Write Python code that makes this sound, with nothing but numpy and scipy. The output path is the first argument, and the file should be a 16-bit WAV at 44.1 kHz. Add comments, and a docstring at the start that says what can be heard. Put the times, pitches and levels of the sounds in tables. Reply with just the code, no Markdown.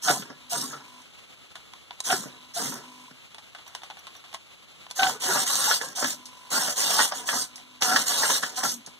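"""Small walking robot on a workbench

A four-legged robot under a hollow plastic pumpkin shell moves in bursts: servo gears whir as shaped
noise flecked with short random rings, shell and bench shake as filtered impacts, held poses buzz at 50 Hz.
Feet squeak by stick-slip and knock; shell, frame or bench resonances judder; gearboxes tick and chirp.
Two close microphone ports hear it over a faint hiss."""
import sys
import numpy as np
from scipy import signal
from scipy.fft import rfft, irfft, next_fast_len
from scipy.io import wavfile
from scipy.ndimage import uniform_filter1d

SR = 44100
rng = np.random.default_rng(int(sys.argv[2]) if len(sys.argv) > 2 else 0)


def unload_wav(signal):
    """Save mono or channel-first audio to the path in sys.argv[1] as 16-bit WAV at rate SR, clipped to [-1, 1]."""
    wavfile.write(
        sys.argv[1],
        SR,
        np.round(np.clip(np.atleast_2d(signal).T, -1, 1) * 32767).astype(np.int16),
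    )


N = 396459
TIME, FREQ = np.arange(N) / SR, np.fft.rfftfreq(8192, 1 / SR)
CONTROL_HZ = 50  # servo pulse rate

# servo moves, levels relative: start_s, spin_up_s, drive_s, whir_db, change_over_drive_db,
# initial_run_down_db_per_s, rattle_db, rumble_db, growl_re_whir_db
MOVES = [(0.014, 0.037, 0.1, -30.5, 1.5, 86, -33, -36.5, -11),
         (0.493, 0.021, 0.12, -31, -3.5, 60, -35.5, -35.5, -10),
         (2.035, 0.03, 0.088, -32.5, 1.5, 59.5, -37, -39.5, -4.5),
         (2.535, 0.026, .138, -33, -1, 69, -39.5, -35.5, -4.5),
         (4.948, 0.032, .15, -35, 2.5, 175, -33.5, -42, -3),
         (5.195, 0.049, 0.24, -29, 0.5, 450, -29.5, -40.5, -1.5),
         (5.452, 0.025, 0.3, -28, 2, 249.5, -38.5, -49, -1),
         (5.8, 0.021, 0.059, -39, -1, 125, -34, -41, -3),
         (5.95, 0.014, 0.16, -34.5, 4, 310, -41, -49.5, -4.5),
         (6.5, 0.031, 0.23, -25, -8, 369, -27.5, -41.5, -2.5),
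         (6.752, 0.034, 0.29, -28, 2.5, 175, -37.5, -51, 1),
         (7.13, 0.022, 0.039, -39, 1.5, 100, -34.5, -41.5, 0),
         (7.251, 0.033, .17, -32, 2, 290, -36, -45, -14),
         (7.808, 0.018, 0.21, -27, -3, 230.5, -25.5, -37.5, 1),
         (8.053, 0.02, 0.31, -28, 2, 231, -34, -47.5, -1.5),
         (8.415, 0.013, 0.036, -36.5, 0, 89.5, -32.5, -41, 2.5),
         (8.555, 0.017, 0.044, -31.5, -1, 279.5, -24.5, -43, -4),
         (8.622, 0.017, 0.1, -28.5, -3, 302, -41.5, -44, -11)]
# gear teeth snapping over as a servo corrects itself, levels relative:
# contact_s, body_db, treble_db, t60_s, leg_ring_hz, case_ring_hz
TICKS = [(1.018, -46, -46, 0.08, 1000, 6040), (1.555, -30.5, -39, 0.094, 1470, 6700),
         (1.736, -35, -43, 0.021, 1050, 3500), (1.908, -27, -48, 0.037, 974, 3150),
         (2.004, -28, -20.5, 0.024, 1020, 3900), (3.346, -36.5, -39, 0.039, 900, 3370),
         (3.383, -35.5, -42, 0.09, 850, 3540), (3.549, -31.5, -43.5, 0.091, 1510, 2870),
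         (3.586, -38, -55, 0.12, 890, 3500), (3.665, -40, -49, 0.35, 980, 3900),
         (3.75, -25.5, -29.5, 0.063, 1006, 3000), (3.819, -38, -50, 0.04, 920, 3500),
         (3.834, -32, -39.5, 0.13, 780, 5930), (3.901, -32, -44, 0.06, 770, 3740),
         (3.908, -31, -46, 0.061, 825, 3670), (3.97, -38, -50, 0.23, 790, 3400),
         (4.069, -29.5, -41.5, 0.09, 1055, 3270), (4.152, -38.5, -47, 0.12, 1110, 3630),
         (4.24, -40, -51, 0.26, 1190, 3500), (4.329, -36, -44, 0.078, 895, 3560),
         (4.34, -34, -34, 0.058, 670, 3700), (4.345, -26, -32, 0.072, 1065, 2920),
         (4.866, -37, -60, 0.044, 1011, 3400), (4.903, -41, -40, 0.02, 998, 3500),
         (4.911, -33, -27, 0.042, 994, 3450), (6.256, -46.5, -33, 0.14, 984, 5980),
         (7.558, -45, -33, 0.16, 891.3, 6198), (7.58, -36.5, -50, 0.048, 800, 3480),
         (7.598, -42, -52, 0.044, 680, 3500), (8.863, -59, -32.5, 0.13, 903.4, 6503)]
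# gear-train noise colour: freq_hz, density_db (per Hz)
GEARS = [(40, -31.8), (95, -17), (140, -10.1), (400, -8.2), (750, -3.2), (1500, -4.0), (2000, -5),
         (2350, -10), (2900, -1), (3500, -2.8), (4000, -1), (4600, -1.6), (5500, .3), (6200, -.3),
         (7000, -1), (8500, -3.3), (11000, -8.5), (13000, -11), (15000, -16.5)]


def amp(db):
    """Decibels to amplitude."""
    return 10 ** (np.asarray(db) / 20)


def evened(x):
    """Scale to unit RMS."""
    return x / np.sqrt(np.mean(x ** 2) + 1e-20)


def read(points, hz):
    """Interpolate a spectrum linearly on a log-frequency axis."""
    f, value = np.transpose(points)
    return np.interp(np.log(hz + 1), np.log(f + 1), value)


def add(mix, s, sound):
    """Add a sound at s seconds, clipped at the end of the mix."""
    part = mix[..., max(round(s * SR), 0):][..., :sound.shape[-1]]
    part += sound[..., :part.shape[-1]]


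def wander(hz, size=N):
    """Random drift of about unit RMS, low-passed near hz."""
    n = next_fast_len(max(size, SR))
    lowpass = 1 + (np.fft.rfftfreq(n, 1 / SR) / hz) ** 4
    return evened(irfft(rfft(rng.standard_normal(n)) / lowpass, n))[:size]


def colour(x, gain):
    """Causal minimum-phase filter of unit energy, shaped by gain over FREQ."""
    log_gain = np.log(np.maximum(gain / gain.max(), 1e-5))
    circle = np.concatenate([log_gain, log_gain[-2:0:-1]])
    ring = np.fft.ifft(np.exp(np.conj(signal.hilbert(circle)))).real[:len(FREQ)]
    return signal.oaconvolve(x, ring[None] / np.linalg.norm(ring), axes=1)[:, :N]


def resonances(modes):
    """Power-summed gain of (hz, width_hz, db) modes."""
    power = 0
    for hz, width_hz, db in modes:
        detune = (FREQ ** 2 - hz ** 2) / (width_hz * (FREQ + 1))
        power = power + amp(db) ** 2 / (1 + detune ** 2)
    return np.sqrt(power)


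def resonate(x, hz, width_hz):
    """One resonance of peak gain 1."""
    return signal.lfilter(*signal.iirpeak(hz, hz / width_hz, fs=SR), x)


def shell_gain(width_hz=42):
    """Hollow shell: band-limited modes on a broad skirt."""
    # shell modes: freq_hz, gain_db
    shell_modes = [(459, -2), (516, -39), (588, 7), (732, 0.5), (961, 0.5), (1033, 1.5), (1177, 3.5),
                   (1335, 7), (1378, 0), (1478, 8.5), (1636, 3), (1693, 7.5), (1866, 7), (1995, 1.5),
                   (2095, -23), (2268, -51.5)]
    # broad response between modes: freq_hz, gain_db
    skirt = [(60, -57), (250, -7), (400, -16.5), (800, 4.5), (1500, -1), (2200, -3), (3500, -37), (5000, 4),
             (12000, -38)]
    band = 1 / np.sqrt((1 + (FREQ / 2600) ** 6) * (1 + (300 / (FREQ + 1)) ** 6))
    modes = resonances([(hz, width_hz, db) for hz, db in shell_modes])
    return np.hypot(band * modes, amp(read(skirt, FREQ)))


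def bench_gain():
    """Low bench modes, rolled off above and below."""
    # bench modes under the feet: freq_hz, width_hz, gain_db
    bench_modes = [(141.4, 13.6, 0.5), (189, 40, -6), (253.3, 13.3, 4), (297, 13, -5.5), (424, 240, -6)]
    roll_off = np.sqrt((1 + (FREQ / 520) ** 6) * (1 + (122 / (FREQ + 1)) ** 10))
    return resonances(bench_modes) / roll_off


def impacts(per_s, spread_db):
    """Random tiny stereo impacts of uneven size, unit RMS."""
    size = amp(spread_db * np.minimum(rng.exponential(1, N), 4)) * (rng.random(N) < per_s / SR)
    return evened(size * rng.standard_normal((2, N)))


def blows(rows, axis, soft_db, lead_s=.0005, tint=None):
    """Brief scrape, sharp contact, dying spray of bounces; axis picks the level column, tint colours."""
    out, t = np.zeros((2, N)), TIME[:SR // 5] - 1 / 50  # contact at t = 0
    for row in rows:
        contact_s, level_db, t60_s = row[0], row[axis], max(row[3], .005)
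        fall = amp(soft_db - 60 * abs(t) / t60_s) + np.exp(-abs(t) / 0.00066)
        envelope = np.where(t < 0, 1.1 * np.exp(-abs(t) / lead_s), fall)
        spray = rng.standard_normal((2, len(t))) * envelope
        short_power = uniform_filter1d((spray ** 2).mean(0), size=176)
        spray = spray / np.sqrt(short_power.max())
        add(out, contact_s + t[0], amp(level_db) * (tint(spray, row) if tint else spray))
    return out


def move_level(axis, lag_s=0, arch_db=0, settle=1, slack_s=0, stall_s=0.1):
    """Spin-up after slack, arched drive, accelerating run-down; axis picks the level column."""
    power, t = np.zeros(N), TIME[:SR]
    for row in MOVES:
        start_s, rise_s, drive_s, _, change_db, fall_db_per_s = row[:6]
        done, coast_s = np.minimum(t / drive_s, 1), np.maximum(t - drive_s, 0)
        arch = arch_db * (2 * done - 1) ** 2
        fall = settle * fall_db_per_s * coast_s * (1 + coast_s / stall_s)
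        db = row[axis] + change_db * done - arch - fall
        rise = np.clip((t - slack_s) / (rise_s + lag_s), 0, 1)
        add(power, start_s, (amp(np.maximum(db, -200)) * rise) ** 2)
    return np.sqrt(power)


def whir_level():
    """Gear drive level."""
    return move_level(axis=3)


def shifting(x, depth_db, patch_hz, patch_s):
    """Random patches of the spectrum swell and fade."""
    hz, t, z = signal.stft(x, SR, nperseg=512)
    field = rng.standard_normal(z.shape[:0:-1]).T
    bins, frames = max(round(patch_hz / hz[1]), 1), max(round(patch_s / t[1]), 1)
    for _ in range(2):
        field = uniform_filter1d(field, bins, axis=0)
        field = uniform_filter1d(field, frames, axis=1)
    gain = evened(amp(depth_db * evened(field)))
    return signal.istft(z * gain, SR, nperseg=512)[1][:, :N]


def hiss(level_db=-51.0, waver_db=-1.5):
    """Background hiss: coloured noise with a slight random waver."""
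    # hiss colour: freq_hz, gain_db
    hiss_colour = [(25, 2), (70, 3.5), (140, 4.5), (400, 0.5), (900, -1), (1300, 1.5), (1800, -4.5),
                   (2400, 6), (3800, 1.5), (5100, -6), (6200, -8.5), (7200, -4), (8600, -14), (11000, -12),
                   (15000, -25)]
    gain = amp(read(hiss_colour, FREQ)) / np.hypot(1, (55 / (FREQ + 1)) ** 2)
    return amp(level_db + waver_db * wander(25)) * colour(rng.standard_normal((2, N)), gain)


def holding(buzz_db=-1, hum_db=0, fizz_db=-5, uneven_db=1.6):
    """Control pulses kick a stalled motor, ringing frame, bench and gear case, with scraping fizz."""
    # loaded servos holding a pose, levels relative: start_s, end_s, buzz_db, hum_db, case_ring_db
    holds = [(0.364, 0.488, -64, -65.5, -68), (0.8, 1.011, -58, -63.5, -72),
             (2.306, 2.518, -63.5, -66, -62), (2.817, 3.05, -57, -60.5, -72), (3.08, 3.094, -55, -73, -68),
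             (6.147, 6.297, -58.5, -63, -74), (6.31, 6.51, -56, -75, -68), (7.45, 7.8, -65, -66, -68),
             (8.75, 8.99, -66, -66.5, -72)]
    buzz, hum, ring = (np.zeros((2, N)) for _ in range(3))
    for start_s, end_s, frame_db, bench_db, case_db in holds:
        for s in np.arange(start_s, end_s, 1 / CONTROL_HZ):
            kick = np.sqrt(SR / CONTROL_HZ) * amp(uneven_db * rng.standard_normal(1))
            add(buzz, s, amp(frame_db) * kick)
            add(hum, s, amp(bench_db) * kick)
            add(ring, s, amp(case_db) * kick)
    frame = colour(buzz, resonances([(1001, 91, 0)]) ** 2)
    bench = colour(hum, resonances([(260, 40, 0)]) ** 2)
    case = colour(ring, resonances([(3880, 240, 0)]) ** 2)
    keep = np.exp(-1 / (0.027 * SR))  # 27 ms decay
    scrape_level = signal.lfilter([np.sqrt(1 - keep ** 2)], [1, -keep], buzz)
    fizz = colour(scrape_level * rng.standard_normal((2, N)), amp(read(GEARS, FREQ)))
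    return amp(buzz_db) * frame + amp(hum_db) * bench + case + amp(fizz_db) * fizz


def chirps(level_db=-6, peak_s=.003):
    """Thin tones with scraping noise, swelling and dying within milliseconds."""
    # chirps among the ticks, levels relative: start_s, level_db, pitch_hz
    chirp_rows = [(3.6763, -40, 5900), (3.8367, -50, 5930), (3.9904, -41.5, 5880), (4.163, -41, 5830)]
    out, t = np.zeros((2, N)), TIME[:SR // 25]
    swell = t / peak_s * np.exp(1 - t / peak_s)
    for start_s, db, hz in chirp_rows:
        tone = np.sin(2 * np.pi * hz * t) + .9 * rng.standard_normal((2, len(t)))
        add(out, start_s, amp(db + level_db) * tone * swell)
    return out


def tick_rings(leg_db=-13.5, case_db=-5, leg_t60_s=0.076, case_t60_s=0.021):
    """Each snap rings a plastic leg and, more briefly, the gear case."""
    out, t = np.zeros(N), TIME[:SR // 10]
    for s, body_db, treble_db, _, leg_hz, case_hz in TICKS:
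        leg_level = amp(body_db + leg_db - 60 * t / leg_t60_s)
        case_level = amp(treble_db + case_db - 60 * t / case_t60_s)
        add(out, s, leg_level * np.sin(2 * np.pi * leg_hz * t))
        add(out, s, case_level * np.sin(2 * np.pi * case_hz * t))
    return out


def ticks(body_db=-7.0, snap_db=-6, split_hz=4800):
    """Gearbox snaps: low and high bands of impact noise plus leg and case rings."""
    # tick colour: freq_hz, gain_db
    tick_colour = [(300, -34), (700, 8), (1400, 3), (2200, 4), (3500, 6.5), (5000, 1.5), (6200, -4.5),
                   (8500, -7.5), (11000, -12.5), (15000, -33)]
    gain, low = amp(read(tick_colour, FREQ)), 1 / (1 + (FREQ / split_hz) ** 6)
    body = colour(blows(TICKS, axis=1, soft_db=-2.0), gain * low)
    snap = colour(blows(TICKS, axis=2, soft_db=-2), gain * (1 - low))
    return amp(body_db) * body + amp(snap_db) * snap + tick_rings()


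def judders(level_db=-7.0, impulses_per_s=700, width_at_1khz_hz=85, taper=0.57):
    """Brief juddering resonances of shell, frame or bench, from dragging legs or control pulses."""
    # judders, levels relative: start_s, length_s, resonance_hz, level_db
    judder_rows = [(0.041, 0.03, 1330, -35), (0.135, 0.054, 725, -36), (0.14, 0.04, 1000, -34),
                   (0.165, 0.055, 203, -36.5), (0.555, 0.066, 593, -41), (0.612, 0.06, 1066, -39.5),
                   (0.617, 0.087, 248, -38), (0.725, 0.041, 1324, -40), (2.058, 0.043, 1014, -36),
                   (2.122, 0.034, 393, -28), (2.142, 0.04, 740, -35), (2.175, 0.045, 195, -38),
                   (2.206, 0.075, 1400, -46), (2.591, 0.053, 252, -41), (2.648, 0.082, 244, -39),
                   (2.731, 0.045, 240, -43), (5.09, 0.087, 457, -41), (5.221, 0.055, 1000, -34),
                   (5.271, 0.08, 377, -29.5), (5.375, 0.028, 1180, -30), (5.466, 0.34, 1390, -39),
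                   (5.662, 0.065, 863, -26), (5.8, 0.062, 498, -36.5), (5.962, 0.083, 720, -33.5),
                   (6.016, 0.091, 262.7, -36.5), (6.11, 0.11, 255, -49), (6.519, 0.076, 1400, -27.5),
                   (6.525, 0.079, 262, -35), (6.883, 0.051, 710, -29.5), (6.965, 0.057, 873, -24.5),
                   (6.962, .11, 1483, -30), (7.32, 0.06, 257, -34), (7.359, 0.039, 1278, -32),
                   (7.861, 0.095, 1454, -26), (7.87, 0.17, 256.8, -34.5), (8.187, 0.092, 1429, -33),
                   (8.28, 0.05, 560, -30), (8.683, 0.14, 246, -43)]
    out = np.zeros((2, N))
    for start_s, length_s, hz, db in judder_rows:
        size, width_hz = round(length_s * SR), width_at_1khz_hz * np.sqrt(hz / 1000)
        noise_level = 0.33 + (rng.random(2 * size) < impulses_per_s / SR)
        noise = rng.standard_normal((2, 2 * size)) * noise_level
        ring = resonate(noise + noise.mean(0), hz, width_hz)
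        ring = resonate(ring, hz, 2 * width_hz)[:, size:]  # drop the build-up
        add(out, start_s, amp(db + level_db) * evened(ring) * signal.windows.tukey(size, taper))
    return out


def squeaks(level_db=-1, second_db=-2, sag_hz_per_s=500, taper=0.62, grit_db=-15, jitter=.013, rough_db=2):
    """Stick-slip of a foot on the mat: unsteady sagging tone, octave and upper harmonics, grit each cycle."""
    # foot slips, levels relative: start_s, length_s, mid_pitch_hz, level_db, octave_db
    squeak_rows = [(0.07, 0.037, 741.6, -25, -25), (0.089, 0.028, 726, -22, -25),
                   (0.516, 0.045, 703, -29.5, -49), (2.087, 0.064, 760, -28, -34),
                   (2.101, 0.036, 710, -24.5, -29), (2.56, 0.035, 698, -31.5, -43),
                   (4.987, 0.031, 755, -21.5, -24.5), (5.013, 0.049, 766, -21, -24),
                   (5.046, 0.062, 749, -25, -39)]
    out, grit = np.zeros(N), np.zeros((2, N))
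    for start_s, length_s, pitch_hz, first, second in squeak_rows:
        t = np.arange(0, length_s, 1 / SR)
        hz = pitch_hz - sag_hz_per_s * (t - length_s / 2)
        turn = 2 * np.pi * np.cumsum(hz * (1 + jitter * wander(290, size=len(t)))) / SR
        upper = np.sin(2 * turn)
        for k, db in [(3, -18), (4, -13), (5, -14), (6, -18)]:
            upper = upper + amp(db) * np.sin(k * turn)
        tone = amp(first + level_db) * np.sin(turn) + amp(second + second_db) * upper
        swell = amp(rough_db * wander(150, size=len(t))) * signal.windows.tukey(len(t), taper)
        add(out, start_s, tone * swell)
        puffs = (1 + np.cos(turn)) * rng.standard_normal((2, len(t)))
        add(grit, start_s, amp(first + grit_db) * swell * puffs)
    grit_gain = amp(read([(200, -7), (1200, 0), (4200, 4), (8000, -16)], FREQ))
    return out + colour(grit, grit_gain)


def struck_spot(spray, row, broad_db=-4, ring_db=2.0, width_hz=170):
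    """The struck spot favours one region of shell modes."""
    return amp(broad_db) * spray + amp(ring_db) * resonate(spray, row[5], width_hz)


def knocks(thud_db=-6, crack_db=-5, thump_db=-8):
    """Feet and joints knock: the shell rings, the plastic cracks, the bench thumps."""
    # knocks, levels relative: contact_s, thud_db, crack_db, t60_s, thump_db, strongest_ring_hz
    knock_rows = [(0.083, -12.5, -22, 0.1, -48, 1410), (0.101, -11.5, -35, 0.11, -16.5, 710),
                  (0.222, -33, -34.5, 0.072, -28, 1400), (0.301, -31, -57, 0.12, -26, 522),
                  (0.557, -27.5, -47, 0.1, -34, 1340), (0.626, -34, -57, 0.11, -36, 1060),
                  (0.709, -38, -55, 0.14, -40, 1600), (0.732, -29, -41, 0.15, -30.5, 1280),
                  (0.765, -34, -58, 0.074, -42, 600), (0.806, -39, -58, 0.076, -48, 910),
                  (2.101, -20, -19.5, 0.12, -54, 1500), (2.127, -13, -30, 0.1, -22, 1440),
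                  (2.237, -34.5, -58, 0.07, -33, 1150), (2.257, -36, -60, 0.13, -28.5, 616),
                  (2.592, -26.5, -48, 0.093, -38, 1300), (2.665, -40, -52, 0.099, -40, 1413),
                  (2.723, -28, -51, 0.13, -31, 990), (2.755, -31.5, -55, 0.34, -41, 425),
                  (3.112, -40, -61, 0.041, -39.5, 440), (4.993, -26, -20, 0.065, -45, 1470),
                  (5.031, -15, -12, 0.052, -48, 1220), (5.068, -17.5, -22, 0.056, -46, 1480),
                  (5.096, -23, -39, 0.16, -46, 886), (5.208, -54, -35, 0.27, -37.5, 993),
                  (5.24, -41, -32, 0.13, -25, 1043), (5.31, -17, -33, 0.11, -40, 1410),
                  (5.358, -14.5, -34, 0.068, -46, 850), (5.372, -18.5, -32, 0.044, -40, 1657),
                  (5.428, -28, -38, 0.05, -39, 998.6), (5.712, -9.5, -23, 0.059, -43, 1477),
                  (5.813, -20.5, -30.5, 0.059, -37, 1760), (5.985, -26, -40, 0.07, -40.5, 800),
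                  (6.026, -15, -30, 0.083, -26.5, 496), (6.044, -14, -26, 0.069, -44, 1700),
                  (6.13, -36, -52, 0.07, -41, 560), (6.517, -23.5, -36, 0.11, -31, 805),
                  (6.542, -21, -26, 0.064, -33, 1228), (6.573, -32, -40, 0.057, -40, 560),
                  (6.68, -19, -41, 0.1, -24.5, 707.7), (6.907, -22, -23, 0.14, -42, 1510),
                  (6.992, -10.5, -17, 0.05, -38, 1470), (7.003, -10, -35, 0.095, -26, 1910),
                  (7.121, -19, -33, 0.1, -35, 750), (7.289, -16, -19, 0.076, -45, 1782),
                  (7.331, -18, -46.5, 0.1, -27.5, 799), (7.822, -14.5, -14, 0.049, -27, 790),
                  (7.923, -15, -40, 0.075, -39, 1631), (7.961, -8.5, -15, 0.07, -35, 1750),
                  (8.234, -12.5, -39, 0.095, -46.5, 1776), (8.301, -13.5, -21, 0.077, -30, 952),
                  (8.434, -14.5, -24.5, 0.06, -30, 1760), (8.634, -16.5, -26, 0.12, -25, 791),
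                  (8.653, -18, -42, 0.092, -22.5, 1362), (8.874, -38.5, -60, 0.095, -35.5, 787)]
    plastic_points = [(500, -38), (2200, 8.5), (3400, 11.5), (4500, 0.5), (8000, -32), (15000, -48)]
    plastic = amp(read(plastic_points, FREQ))
    thud = colour(blows(knock_rows, axis=1, soft_db=2, lead_s=0.0047, tint=struck_spot), shell_gain())
    crack = colour(blows(knock_rows, axis=2, soft_db=14), plastic)
    thump = colour(blows(knock_rows, axis=4, soft_db=-11.0), bench_gain())
    return amp(thud_db) * thud + amp(crack_db) * crack + amp(thump_db) * thump


def motor_tones(shaft_hz=245, glide_db=0.5, count=2):
    """Motor-shaft harmonics 2-7, gliding at random."""
    out = np.zeros((2, N))
    for _ in range(count):
        turn = 2 * np.pi * np.cumsum(shaft_hz * amp(glide_db * wander(6))) / SR
        for k in range(2, 8):
            out += np.cos(k * turn + 2 * np.pi * rng.random((2, 1)))
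    return evened(out)


def rattle(level_db=-4.0, rumble_db=-2, tone_db=-5, clump_db=2.4):
    """The loose shell chatters and sings with the motors; the legs shake the bench."""
    source = impacts(per_s=2000, spread_db=1.3) + amp(tone_db) * motor_tones()
    chatter = evened(source * amp(clump_db * wander(76)))
    shell_level = move_level(axis=6, lag_s=0.022, arch_db=8.5, settle=0.7, slack_s=0.011, stall_s=0.4)
    shell = amp(level_db) * colour(chatter * shell_level, shell_gain())
    shaking = move_level(axis=7, lag_s=0.065, arch_db=4.5, settle=0.9, slack_s=0.0088, stall_s=0.82)
    rumble = colour(impacts(per_s=4000, spread_db=-2.0) * shaking, bench_gain())
    return shifting(shell, depth_db=3.2, patch_hz=200, patch_s=.04) + amp(rumble_db) * rumble


def short_rings(per_s=14, spread_db=1.5, level_db=-9, t60_s=.07, rise_s=.0006):
    """Short random rings at 44 pitches, per_s each, under the whir level."""
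    out, t = np.zeros((2, N)), TIME[:SR // 12]
    for hz in np.geomspace(600, 11000, 44) * rng.uniform(.97, 1.03, 44):
        ring = np.sin(2 * np.pi * hz * t) * amp(-60 * t / t60_s) * -np.expm1(-t / rise_s)
        for when, size, side in rng.random((int(per_s * TIME[-1]), 3)):
            size_db = spread_db * min(-np.log(size + 1e-9), 3)
            gain = amp(read(GEARS, hz) + size_db) * np.sqrt(hz)
            pan = np.array([[np.cos(np.pi * side)], [np.sin(np.pi * side)]])
            add(out, when * TIME[-1], gain * ring * pan)
    return amp(level_db) * evened(out) * whir_level()


def growling(x, growl_hz=3800):
    """The load of each move sets the level of gear noise below growl_hz."""
    moves = np.array(MOVES)
    now = np.maximum(np.searchsorted(moves[:, 0], TIME) - 1, 0)
    low = signal.sosfiltfilt(signal.butter(2, growl_hz, fs=SR, output="sos"), x)
    return x + low * (uniform_filter1d(amp(moves[now, -1]), size=400) - 1)


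def gears(level_db=3.5, mesh_db=-1, full_speed_hz=290, speed_db=0.13, load_db=3, case_db=2.2,
          stutter_db=2.2, throb_db=1.4, grind_db=2.3):
    """Four servos share each move: teeth clatter, mesh and stutter as they slow; each case has its colour."""
    drive = whir_level()
    speed = uniform_filter1d((drive / drive.max()) ** .12, size=2500)
    slow = 1 - np.minimum(drive / (.4 * drive.max()), 1)
    drive = drive * amp(stutter_db * slow * wander(70))
    gain = amp(read(GEARS, FREQ) - 5 / (1 + (FREQ / 1800) ** 4))
    out, shares = np.zeros((2, N)), amp(load_db * np.array([wander(6.3) for _ in range(4)]))
    for share in shares / np.linalg.norm(shares, axis=0):
        turns = np.cumsum(full_speed_hz * speed * amp(speed_db * wander(4))) / SR
        wear = rng.standard_normal((2, 192))  # the same uneven teeth recur every turn
        mesh = wear[:, (turns % 1 * wear.shape[1]).astype(int)]
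        teeth = impacts(per_s=1600, spread_db=-1.5) + amp(mesh_db) * mesh
        pulse = np.sin(2 * np.pi * (CONTROL_HZ * TIME + rng.random()))
        throb = amp(throb_db * pulse + grind_db * wander(130))
        case = evened(uniform_filter1d(rng.standard_normal(len(FREQ)), size=30))
        out += colour(evened(teeth * throb) * drive * share, gain * amp(case_db * case))
    return amp(level_db) * shifting(growling(out), depth_db=2.6, patch_hz=450, patch_s=.03)


def room(x, t60_s=0.15, wet_db=-12):
    """Short, sparse reflections from bench and walls."""
    t = TIME[:SR // 2]
    hits = (rng.random((2, len(t))) < 3000 / SR) * (t > .003)
    taps = rng.standard_normal((2, len(t))) * hits * amp(-60 * t / t60_s)
    wet = signal.fftconvolve(x, taps / np.linalg.norm(taps[0]), axes=1)[:, :N]
    return x + amp(wet_db) * wet


def placed(x, left_db):
    """Level difference, left over right."""
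    return x * evened(amp(np.array([[left_db], [-left_db]]) / 2))


def microphone(ports, spread, null, port_delay_s=.0003995):
    """Each channel is one port minus the delayed other, with widened nulls, levelled again."""
    # share of the other port subtracted: freq_hz, share (0-1)
    cancel = [(3900, 1), (5000, .46), (7500, .47), (10000, .8), (12500, .42), (15000, .45)]
    hz, (a, b) = np.fft.rfftfreq(N, 1 / SR), rfft(ports)
    other = np.clip(read(cancel, hz), 0, .995) * np.exp(-2j * np.pi * hz * port_delay_s)
    # above the bass, width sets how broad the sum and difference dips are
    width = null / (1 + (600 / (hz + 1)) ** 4)
    to_mid, to_side = (g / np.sqrt(1 + (width / abs(g)) ** 6) for g in (1 - other, 1 + other))
    to_side = to_side * amp(read(spread, hz))
    level = np.sqrt(2 * (abs(to_mid) ** 2 + abs(to_side) ** 2))
    mid, side = (a + b) * to_mid / level, (a - b) * to_side / level
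    return irfft(np.array([mid + side, mid - side]), N)


def scene():
    """Robot stronger at the right port, hiss at the left."""
    # port unlikeness for the robot: freq_hz, difference_re_sum_db
    robot_spread = [(30, -22), (150, -20), (400, -11), (750, -4), (1700, 0), (15000, 0)]
    # port unlikeness for the hiss: freq_hz, difference_re_sum_db
    hiss_spread = [(30, -16), (200, -5), (700, 0), (15000, 0)]
    reflected = room(gears() + short_rings() + rattle() + judders() + knocks() + ticks() + chirps())
    robot = placed(reflected + squeaks() + holding(), left_db=-2.0)
    background = placed(hiss(), left_db=3.5)
    return microphone(robot, robot_spread, null=.58) + microphone(background, hiss_spread, null=.38)


def record(dry):
    """Band limit of the recorder."""
    lowpass = signal.firwin(401, 15600, window=("kaiser", 9), fs=SR)  # edge in Hz
    return signal.oaconvolve(dry, lowpass[None], "same")


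dry = scene()
out = record(dry)
unload_wav(out)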